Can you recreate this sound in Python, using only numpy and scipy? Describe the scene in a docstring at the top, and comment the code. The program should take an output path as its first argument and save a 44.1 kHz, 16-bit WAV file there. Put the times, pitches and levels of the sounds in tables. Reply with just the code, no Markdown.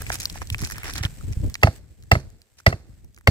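"""A hammer lands four times on a strand-board roof deck: short crack, low flex, bounces, a patter of chips.
Before it a cut piece of board is pried loose: it crunches (grains), snaps (short rings) and thuds (low pushes).
The blows are noise bursts ringing board modes, with a swelling low wave.
Wind mutters at two microphone ports over a thin outdoor hiss; both are coloured noise."""
import sys
import numpy as np
from scipy import signal
from scipy.fft import rfft, irfft
from scipy.io import wavfile
from scipy.ndimage import uniform_filter1d

SR = 44100
rng = np.random.default_rng(int(sys.argv[2]) if len(sys.argv) > 2 else 0)


def put_to_file(sound):
    """Save the sound as 16-bit audio at rate SR, in the file named by the first command-line argument."""
    columns = np.atleast_2d(sound).T  # one column per channel
    safe = np.clip(columns, -1, 1)
    whole_steps = np.round(safe * 32767)
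    wavfile.write(sys.argv[1], SR, whole_steps.astype(np.int16))


def magnitude_from_level(level_db):
    """Linear magnitude for a level in decibels (20 dB per decade)."""
    exponent = np.asarray(level_db, float) / 20
    return 10 ** exponent


N = 145530
LEFT_DB, LAG_SAMPLES = -1.0, 8  # right port: opposite gain, usual lag

# hammer blows: full_contact_s, crack_db, flex_db, right_lag_samples
BLOWS = [(1.6328, 3, -3, 10), (2.1164, 4, -4.5, 10), (2.665, 3, -4.5, 10.5), (3.274, 3.5, -3.5, -7.5)]


def evened(x):
    """Scale to rms 1."""
    return x / np.sqrt(np.mean(x ** 2) + 1e-20)


def spectrum_db(points, hz):
    """Gain table read on a log-frequency axis."""
    f, gain_db = np.transpose(points)
    return np.interp(np.log(hz + 1), np.log(f + 1), gain_db, left=-90, right=-90)


def level_curve(rows):
    """Amplitude over time from (s, dB) points, straight lines in dB."""
    time_s, level_db = np.transpose(rows)
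    return magnitude_from_level(np.interp(np.arange(N) / SR, time_s, level_db))


def coloured(x, points):
    """Causal (minimum-phase) filter with the given spectrum."""
    hz = abs(np.fft.fftfreq(8192, 1 / SR))
    log_gain = np.log(magnitude_from_level(spectrum_db(points, hz)))
    min_phase = signal.hilbert(log_gain).imag
    taps = np.fft.ifft(np.exp(log_gain - 1j * min_phase)).real[:4096]
    return signal.oaconvolve(x, taps[None], axes=1)[:, :x.shape[1]]


def dying_sine(hz, t60_s, t):
    """One decaying mode."""
    return magnitude_from_level(-60 * t / t60_s) * np.sin(2 * np.pi * hz * t)


def ring(modes, t, detune=1):
    """Sum of decaying modes (Hz, dB, t60 s), each frequency times its detune."""
    ratios = detune * np.ones(len(modes))
    return sum(magnitude_from_level(db) * dying_sine(hz * d, t60_s, t) for (hz, db, t60_s), d in zip(modes, ratios))


def butter(x, order, hz, kind):
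    """Butterworth filter."""
    return signal.lfilter(*signal.butter(order, hz, kind, fs=SR), x)


def add(mix, start_s, sound, lag_samples):
    """Place a sound at both ports; nearby edges scatter the treble differently to each."""
    scatter_hz, scatter_t60_s, scatter_db = 2750, 0.003, -7.0
    cycles_per_sample, t = np.fft.rfftfreq(len(sound)), np.arange(512) / SR
    edges = rng.standard_normal((2, len(t))) * magnitude_from_level(-60 * t / scatter_t60_s)
    edges = butter(edges, 1, scatter_hz, "high")
    edges /= np.linalg.norm(edges, axis=1, keepdims=True)
    paths = 1 + magnitude_from_level(scatter_db) * rfft(edges, len(sound))
    paths[0] *= magnitude_from_level(LEFT_DB)
    paths[1] *= np.exp(-2j * np.pi * cycles_per_sample * lag_samples) / magnitude_from_level(LEFT_DB)
    for ch, v in enumerate(irfft(rfft(sound) * paths, len(sound))):
        part = mix[ch, max(round(start_s * SR), 0):][:len(v)]
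        part += v[:len(part)]


def noise_pair(correlation):
    """Two noises with a given correlation."""
    a, b = rng.standard_normal((2, N))
    return np.array([a, correlation * a + np.sqrt(1 - correlation ** 2) * b])


def grains(per_s, spread_db):
    """Random clicks of very uneven size from four places around the two ports."""
    lags = (LAG_SAMPLES, LAG_SAMPLES // 2, -LAG_SAMPLES // 2, LAG_SAMPLES + 3)
    size = magnitude_from_level(spread_db * np.minimum(rng.exponential(1, (4, N)), 5))
    size *= rng.choice([-1, 1], (4, N))
    size *= rng.random((4, N)) < per_s / SR / 4
    right = sum(np.roll(v, lag) for v, lag in zip(size, lags))
    return np.array([magnitude_from_level(LEFT_DB) * size.sum(0), right / magnitude_from_level(LEFT_DB)])


def fibres(per_s, spread_db, lo_hz, hi_hz, clumps=1):
    """Grains of ten fibre sizes: a wide tick plus a few cycles at the fibre's own pitch."""
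    t, out = np.arange(512) / SR, 0
    for hz in np.geomspace(lo_hz, hi_hz, 10):
        tone = dying_sine(hz, 6 / hz, t)  # 60 dB down in 6 cycles
        grain = tone / np.linalg.norm(tone) + 0.5 * (t == 0)
        clicks = clumps * grains(per_s / 10, spread_db)
        out = out + signal.oaconvolve(clicks, grain[None], axes=1)[:, :N]
    return out


def crunch():
    """Tearing fibres: spells of bright and dull grains, in clumps."""
    # tearing spells: start_s, length_s, level_db, bright_share_db
    spells = [(0, 0.021, -39.5, -5.5), (0.052, .045, -50, 6.5), (0.114, 0.043, -32, -1.5),
              (0.197, 0.056, -36, -.5), (0.29, 0.01, -37, 2), (0.339, 0.038, -40.5, -3),
              (0.411, 0.015, -35.5, -6.5), (0.523, 0.0047, -32, 2.5), (0.58, 0.077, -40, -1.5),
              (0.639, 0.097, -42.5, -0.5), (0.741, 0.08, -44, -8), (0.838, 0.06, -32, -6.5),
              (0.902, 0.089, -41, -1), (0.953, 0.057, -39.5, -14), (1.024, 0.037, -32, -7.5),
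              (1.312, 0.023, -48.5, -2), (2.198, 0.0091, -50.5, -0.5), (2.569, 0.034, -54, -1)]
    # grain colours: hz, gain_db
    bright_colour = [(1470, -23), (2500, 8.5), (2730, -10.5), (4810, 4.5), (5510, 9), (14800, -3),
                     (16100, -2), (16500, -49)]
    dull_colour = [(180, -32), (300, -4.5), (540, -13.5), (751, -13), (1100, -12), (1750, -2), (2500, -6.5),
                   (4200, -9.5), (6500, -31), (11000, -120)]
    per_s, spread_db, edge_s, clumps_db = 8000.0, 4.0, 0.006, 4.0
    t, bright_level, dull_level = np.arange(N) / SR, np.zeros(N), np.zeros(N)
    for start_s, length_s, level_db, bright_db in spells:
        attack = np.clip((t - start_s) / edge_s, 0, 1)
        release = np.exp(-np.maximum(t - start_s - length_s, 0) / edge_s)
        spell = magnitude_from_level(level_db) * attack * release
        share = min(magnitude_from_level(bright_db), 0.99)
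        bright_level += share * spell
        dull_level += np.sqrt(1 - share ** 2) * spell
    clumps = magnitude_from_level(clumps_db * evened(uniform_filter1d(rng.standard_normal(N), size=150)))
    bright = fibres(per_s, spread_db, 3000.0, 15000.0, clumps)
    dull = fibres(per_s, spread_db, 700.0, 4500.0, clumps)
    bright = evened(coloured(bright, bright_colour))
    dull = evened(coloured(dull, dull_colour))
    return bright_level * bright + dull_level * dull


def air_lumps():
    """Slow random swell, rms 1, shared by wind and hiss."""
    once = uniform_filter1d(rng.standard_normal(N), size=900)
    return evened(uniform_filter1d(once, size=900))


def wind(lumps):
    """Lumpy low rumble at the ports, with buffeting above it in sharper bumps."""
    # gusts: time_s, level_db
    gusts = [(0, -29), (.2, -41.5), (.65, -31.5), (.8, -41), (1., -29), (1.12, -42), (1.3, -28),
             (1.35, -37.5), (1.45, -24), (1.55, -38), (1.75, -46.5), (1.85, -42), (1.94, -53.5),
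             (2.05, -42), (2.25, -44.5), (2.35, -44.5), (2.48, -71), (2.56, -56), (2.64, -70),
             (2.85, -41.5), (2.95, -50), (3.05, -38), (3.12, -56.5), (3.2, -51)]
    # rumble spectrum: hz, gain_db
    colour = [(12, -41.5), (20, -11), (48, -1.5), (92, -2.5), (156, -13), (222, -18), (330, -26),
              (743, -47), (900, -50), (1170, -86.5), (1980, -120)]
    correlation, lumps_db, buffet_db, buffet_lumps_db = 0.26, 4, -23.5, 6
    rumble = evened(coloured(noise_pair(correlation) * magnitude_from_level(lumps_db * lumps), colour))
    buffet = noise_pair(correlation) * magnitude_from_level(buffet_lumps_db * lumps)
    buffet = evened(butter(buffet, 2, [170.0, 480.0], "band"))
    return level_curve(gusts) * (rumble + magnitude_from_level(buffet_db) * buffet)


def hiss(lumps):
    """Thin, gritty outdoor hiss: noise with fast and slow level flutter."""
    # hiss level, lower after the first blow: time_s, level_db
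    levels = [(0, -43.5), (.5, -52.5), (1.1, -51.5), (1.6, -55.5), (1.77, -50.5), (1.8, -68), (2.1, -64),
              (2.3, -67.5), (2.65, -69), (3.03, -66), (3.06, -70), (3.3, -71)]
    # hiss spectrum: hz, gain_db
    colour = [(200, -34), (300, -12.5), (600, -11.5), (1200, -18), (1800, -12.5), (3500, -17.5),
              (6800, -16.5), (7900, -10.5), (8600, -14.5), (9000, -22), (15300, -20.5), (16200, -48.5)]
    correlation, grit_db = 0.19, 2.5
    fast = evened(uniform_filter1d(rng.standard_normal(N), size=120))
    grit = magnitude_from_level(grit_db * fast + lumps)
    return level_curve(levels) * evened(coloured(noise_pair(correlation) * grit, colour))


def thuds():
    """The piece rocks on the deck: soft low pushes under a swell-and-fade envelope."""
    # pushes: start_s, envelope_peak_db, pitch_hz, rise_s (at least 0.003 used)
    pushes = [(0.004, -28, 78, 0.0023), (0.516, -17, 87, 0.0068), (0.607, -23, 89, 0.0028),
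              (1.008, -17.5, 87, 0.0048), (1.051, -13.5, 99, 0.0023), (1.254, -30, 79.6, 0.015),
              (1.371, -14, 80.5, 0.0023), (1.402, -18, 81, 0.00088), (1.455, -15.5, 77, 0.0074)]
    out, t = np.zeros((2, N)), np.arange(8192) / SR
    for start_s, peak_db, hz, rise_s in pushes:
        u = t / max(rise_s, 0.003)
        push = u * np.exp(1 - u) * np.sin(2 * np.pi * hz * t)
        add(out, start_s, -magnitude_from_level(peak_db) * push, LAG_SAMPLES)
    return out


def splinters():
    """Snaps: a sharp wide edge with a little fizz excites one short ring."""
    # snaps: start_s, peak_db, ring_hz, edge_share_db
    snaps = [(0.02, -17, 1800, 10), (0.066, -22.5, 2320, -17), (0.0971, -17.5, 6850, -26),
             (0.1015, -12, 1870, -16), (0.103, -20.5, 667, -30), (0.1275, -16, 8700, -15),
             (0.143, -13, 8550, -12), (0.1553, -12.5, 4330, 17), (0.1352, -18, 8900, -14),
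             (0.187, -28, 6100, -16), (0.201, -14, 6960, -3), (0.204, -18, 6060, 5),
             (0.2078, -15.5, 7700, -6), (0.219, -20, 6100, -22), (0.2554, -8, 5100, -2.5),
             (0.299, -17, 4700, -3), (0.326, -26, 7560, -22), (0.3562, -29, 796, 1),
             (0.4178, -20.5, 970, -31), (0.4722, -25, 6370, -1), (0.5015, -11.5, 3540, -1),
             (0.5456, -9.5, 2420, -10), (0.5826, -21, 5710, 10), (0.618, -14.5, 1190, 16),
             (0.6366, -17, 1870, 4), (0.6494, -20.5, 4660, -7), (0.673, -17, 4170, 27),
             (0.7007, -19, 1870, 0.5), (0.7104, -16, 1730, 8.5), (0.7205, -16.5, 1880, 7.5),
             (0.7664, -26, 1800, 7), (0.7822, -18, 1650, 7), (0.8329, -19.5, 1910, -1.5),
             (0.844, -20, 1490, 13), (0.937, -16.5, 4470, 8), (0.962, -18.5, 4580, -6),
             (0.9802, -14, 4900, -1), (1.0307, -22, 3850, 3), (1.051, -12, 3450, -13),
             (1.2097, -36, 1260, 1.5), (1.416, -40, 5140, -1), (1.464, -31.5, 940, 28),
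             (1.499, -23.5, 1170, 18), (1.5426, -15, 5760, -6), (1.5534, -20.5, 6060, -12),
             (1.554, -15.5, 2060, -26), (1.6166, -34, 4630, 2), (1.6275, -18.5, 925, -11),
             (2.0252, -36, 5900, -1), (2.0364, -36.5, 1800, 13), (2.3022, -40, 7700, -5),
             (2.4177, -35.5, 4500, 3.5), (2.6014, -36.5, 1620, -3.5), (3.046, -42, 910, 16),
             (3.146, -37, 6300, 6), (3.164, -38, 6000, -4), (3.1765, -37, 1905, -2), (3.186, -36, 1944, 13),
             (3.2105, -39.5, 1970, 3)]
    fizz_t60_s, ring_cycles, fizz = 0.012, 8.0, 0.14  # ring is 60 dB down after ring_cycles
    out, t = np.zeros((2, N)), np.arange(4096) / SR
    for start_s, peak_db, hz, edge_db in snaps:
        tick = fizz * rng.standard_normal(len(t)) * magnitude_from_level(-60 * t / fizz_t60_s) + (t == 0)
        body = signal.fftconvolve(tick, dying_sine(hz, ring_cycles / hz, t))[:len(t)]
        body = butter(body, 2, hz / 2, "high")
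        edge = butter(tick, 2, [1200.0, 14000.0], "band")
        snap = body / abs(body).max() + magnitude_from_level(edge_db) * edge / abs(edge).max()
        add(out, start_s, magnitude_from_level(peak_db) * snap / abs(snap).max(), LAG_SAMPLES)
    return out


def crack(peak_db, top_hz, lead_s):
    """A faint noise swell just before the crack, then a noise burst rings the board and hammer head."""
    # board modes: centre_hz, level_db, t60_s
    board_modes = [(678, -2.5, 0.039), (809, -1, 0.023), (1115, -9, 0.015), (1338, -4.5, 0.035),
                   (1590, -5, 0.016), (2047, 9, 0.02), (2667, -0.5, 0.025), (3148, -4, 0.0071),
                   (4830, 0, 0.0053), (5400, -5.5, 0.0035), (7880, -4, 0.0031)]
    lead_db, hold_s, rise_s, burst_t60_s = -10.5, 0.002, 0.0003, 0.019
    mode_spread, burst_db, unfiltered_db = 0.045, -24, -12.0
    head_mode = (4400, -44, 0.18)  # centre_hz, level_db, t60_s
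    t = np.arange(16384) / SR
    u = np.maximum(t - lead_s, 0)
    lead_in = magnitude_from_level(lead_db) * (t < lead_s) * t / lead_s
    decay = magnitude_from_level(-60 * np.maximum(u - hold_s, 0) / burst_t60_s)
    burst = rng.standard_normal(len(t)) * (lead_in + decay * (1 - np.exp(-u / rise_s)))
    burst[round(lead_s * SR)] -= 11  # full contact
    clusters = board_modes * 3  # each mode is a close cluster of three
    detune = 1 + mode_spread * rng.uniform(-1, 1, len(clusters))
    board = signal.fftconvolve(burst, ring(clusters, t, detune))[:len(t)]
    board = butter(board, 3, 500.0, "high")  # keeps the crack free of bass; the flex carries the lows
    head = ring([head_mode] * 3, u, rng.uniform(0.985, 1.015, 3))
    sound = board / abs(board).max() + magnitude_from_level(burst_db) * burst + head
    sound = butter(sound, 2, top_hz, "low") + magnitude_from_level(unfiltered_db) * sound
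    return magnitude_from_level(peak_db) * sound / abs(sound).max()


def flex(level_db, delay_s):
    """The deck's bending wave swells in after the crack and hums on in its low modes."""
    # deck modes: pitch_hz, level_db, t60_s
    deck_modes = [(59.5, -28.5, 0.44), (97, -13.5, 0.08), (136, -14, 0.17), (213, -33.5, 0.04),
                  (332, -30.5, 0.21)]
    width_s, flex_hz, overtone_db = 0.005, 94.8, -14.5
    ripple_lead_s, ripple_mode = 0.0075, (520.0, -3.5, 0.0083)  # mode: hz, level_db, t60_s
    u = np.arange(16384) / SR - delay_s
    bell = np.exp(-0.5 * (u / width_s) ** 2)
    wave = np.cos(2 * np.pi * flex_hz * u) + magnitude_from_level(overtone_db) * np.cos(4 * np.pi * flex_hz * u)
    # faster, shorter bending waves run ahead of the flex
    ahead = u + ripple_lead_s
    ripple = (ahead > 0) * ring([ripple_mode], np.maximum(ahead, 0))
    hum = ring(deck_modes, np.maximum(u + 0.25 / flex_hz, 0)) * (u > 0)
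    return magnitude_from_level(level_db) * (bell * wave - ripple + (1 - bell) * hum)


def hammer():
    """Blows and duller rebounds, each a crack plus a delayed flex."""
    # rebounds: full_contact_s, crack_db, flex_db, right_lag_samples
    bounces = [(1.672, -10, -13, 9.8), (2.153, -11, -14, 10.9), (2.727, -15.5, -21, 11.7)]
    lead_s = 0.004  # lead-in to full contact
    out = np.zeros((2, N))
    for rows, top_hz, flex_delay_s in ((BLOWS, 20000.0, 0.0155), (bounces, 1530, 0.0163)):
        for contact_s, crack_db, flex_db, lag_samples in rows:
            add(out, contact_s - lead_s, crack(crack_db, top_hz, lead_s), lag_samples)
            add(out, contact_s, flex(flex_db, flex_delay_s), lag_samples)
    return out


def chips():
    """Chips patter down after each blow: grains under a fast and a slow decay."""
    # patter colour: hz, gain_db
    colour = [(120, -37), (200, -11.5), (627, -19.5), (941, -31.5), (2040, -26.5), (3240, -35),
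              (4270, -25.5), (15200, -40), (16400, -56.5)]
    level_db, t60_s, late_db, late_t60_s = -22, 0.18, -29, 0.96  # late_db relative to the fast part
    per_s, spread_db = 9000.0, 3.0
    t, fall = np.arange(N) / SR, np.zeros(N)
    for contact_s, *_ in BLOWS:
        u = np.maximum(t - contact_s, 0)
        fall += (t > contact_s) * (magnitude_from_level(-60 * u / t60_s) + magnitude_from_level(late_db - 60 * u / late_t60_s))
    patter = evened(coloured(fibres(per_s, spread_db, 860.0, 11000.0), colour))
    return magnitude_from_level(level_db) * fall * patter


def scene():
    """All sources at the two ports."""
    lumps = air_lumps()
    return crunch() + wind(lumps) + hiss(lumps) + thuds() + splinters() + hammer() + chips()


def roll_off(x):
    """The treble ends steeply here."""
    return signal.sosfilt(signal.butter(12, 16850, fs=SR, output="sos"), x)


def record(dry):
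    """Band limit at 16 kHz, then peaks above the knee rounded off towards full scale."""
    knee, ceiling = 0.85, 1.0
    low_pass = signal.firwin(255, 16000, window=("kaiser", 7), fs=SR)
    limited = signal.oaconvolve(dry, low_pass[None], "same")
    over, room = np.maximum(abs(limited) - knee, 0), ceiling - knee
    mix = limited - np.sign(limited) * (over - room * np.tanh(over / room))
    return roll_off(mix)


dry = scene()
out = record(dry)
put_to_file(out)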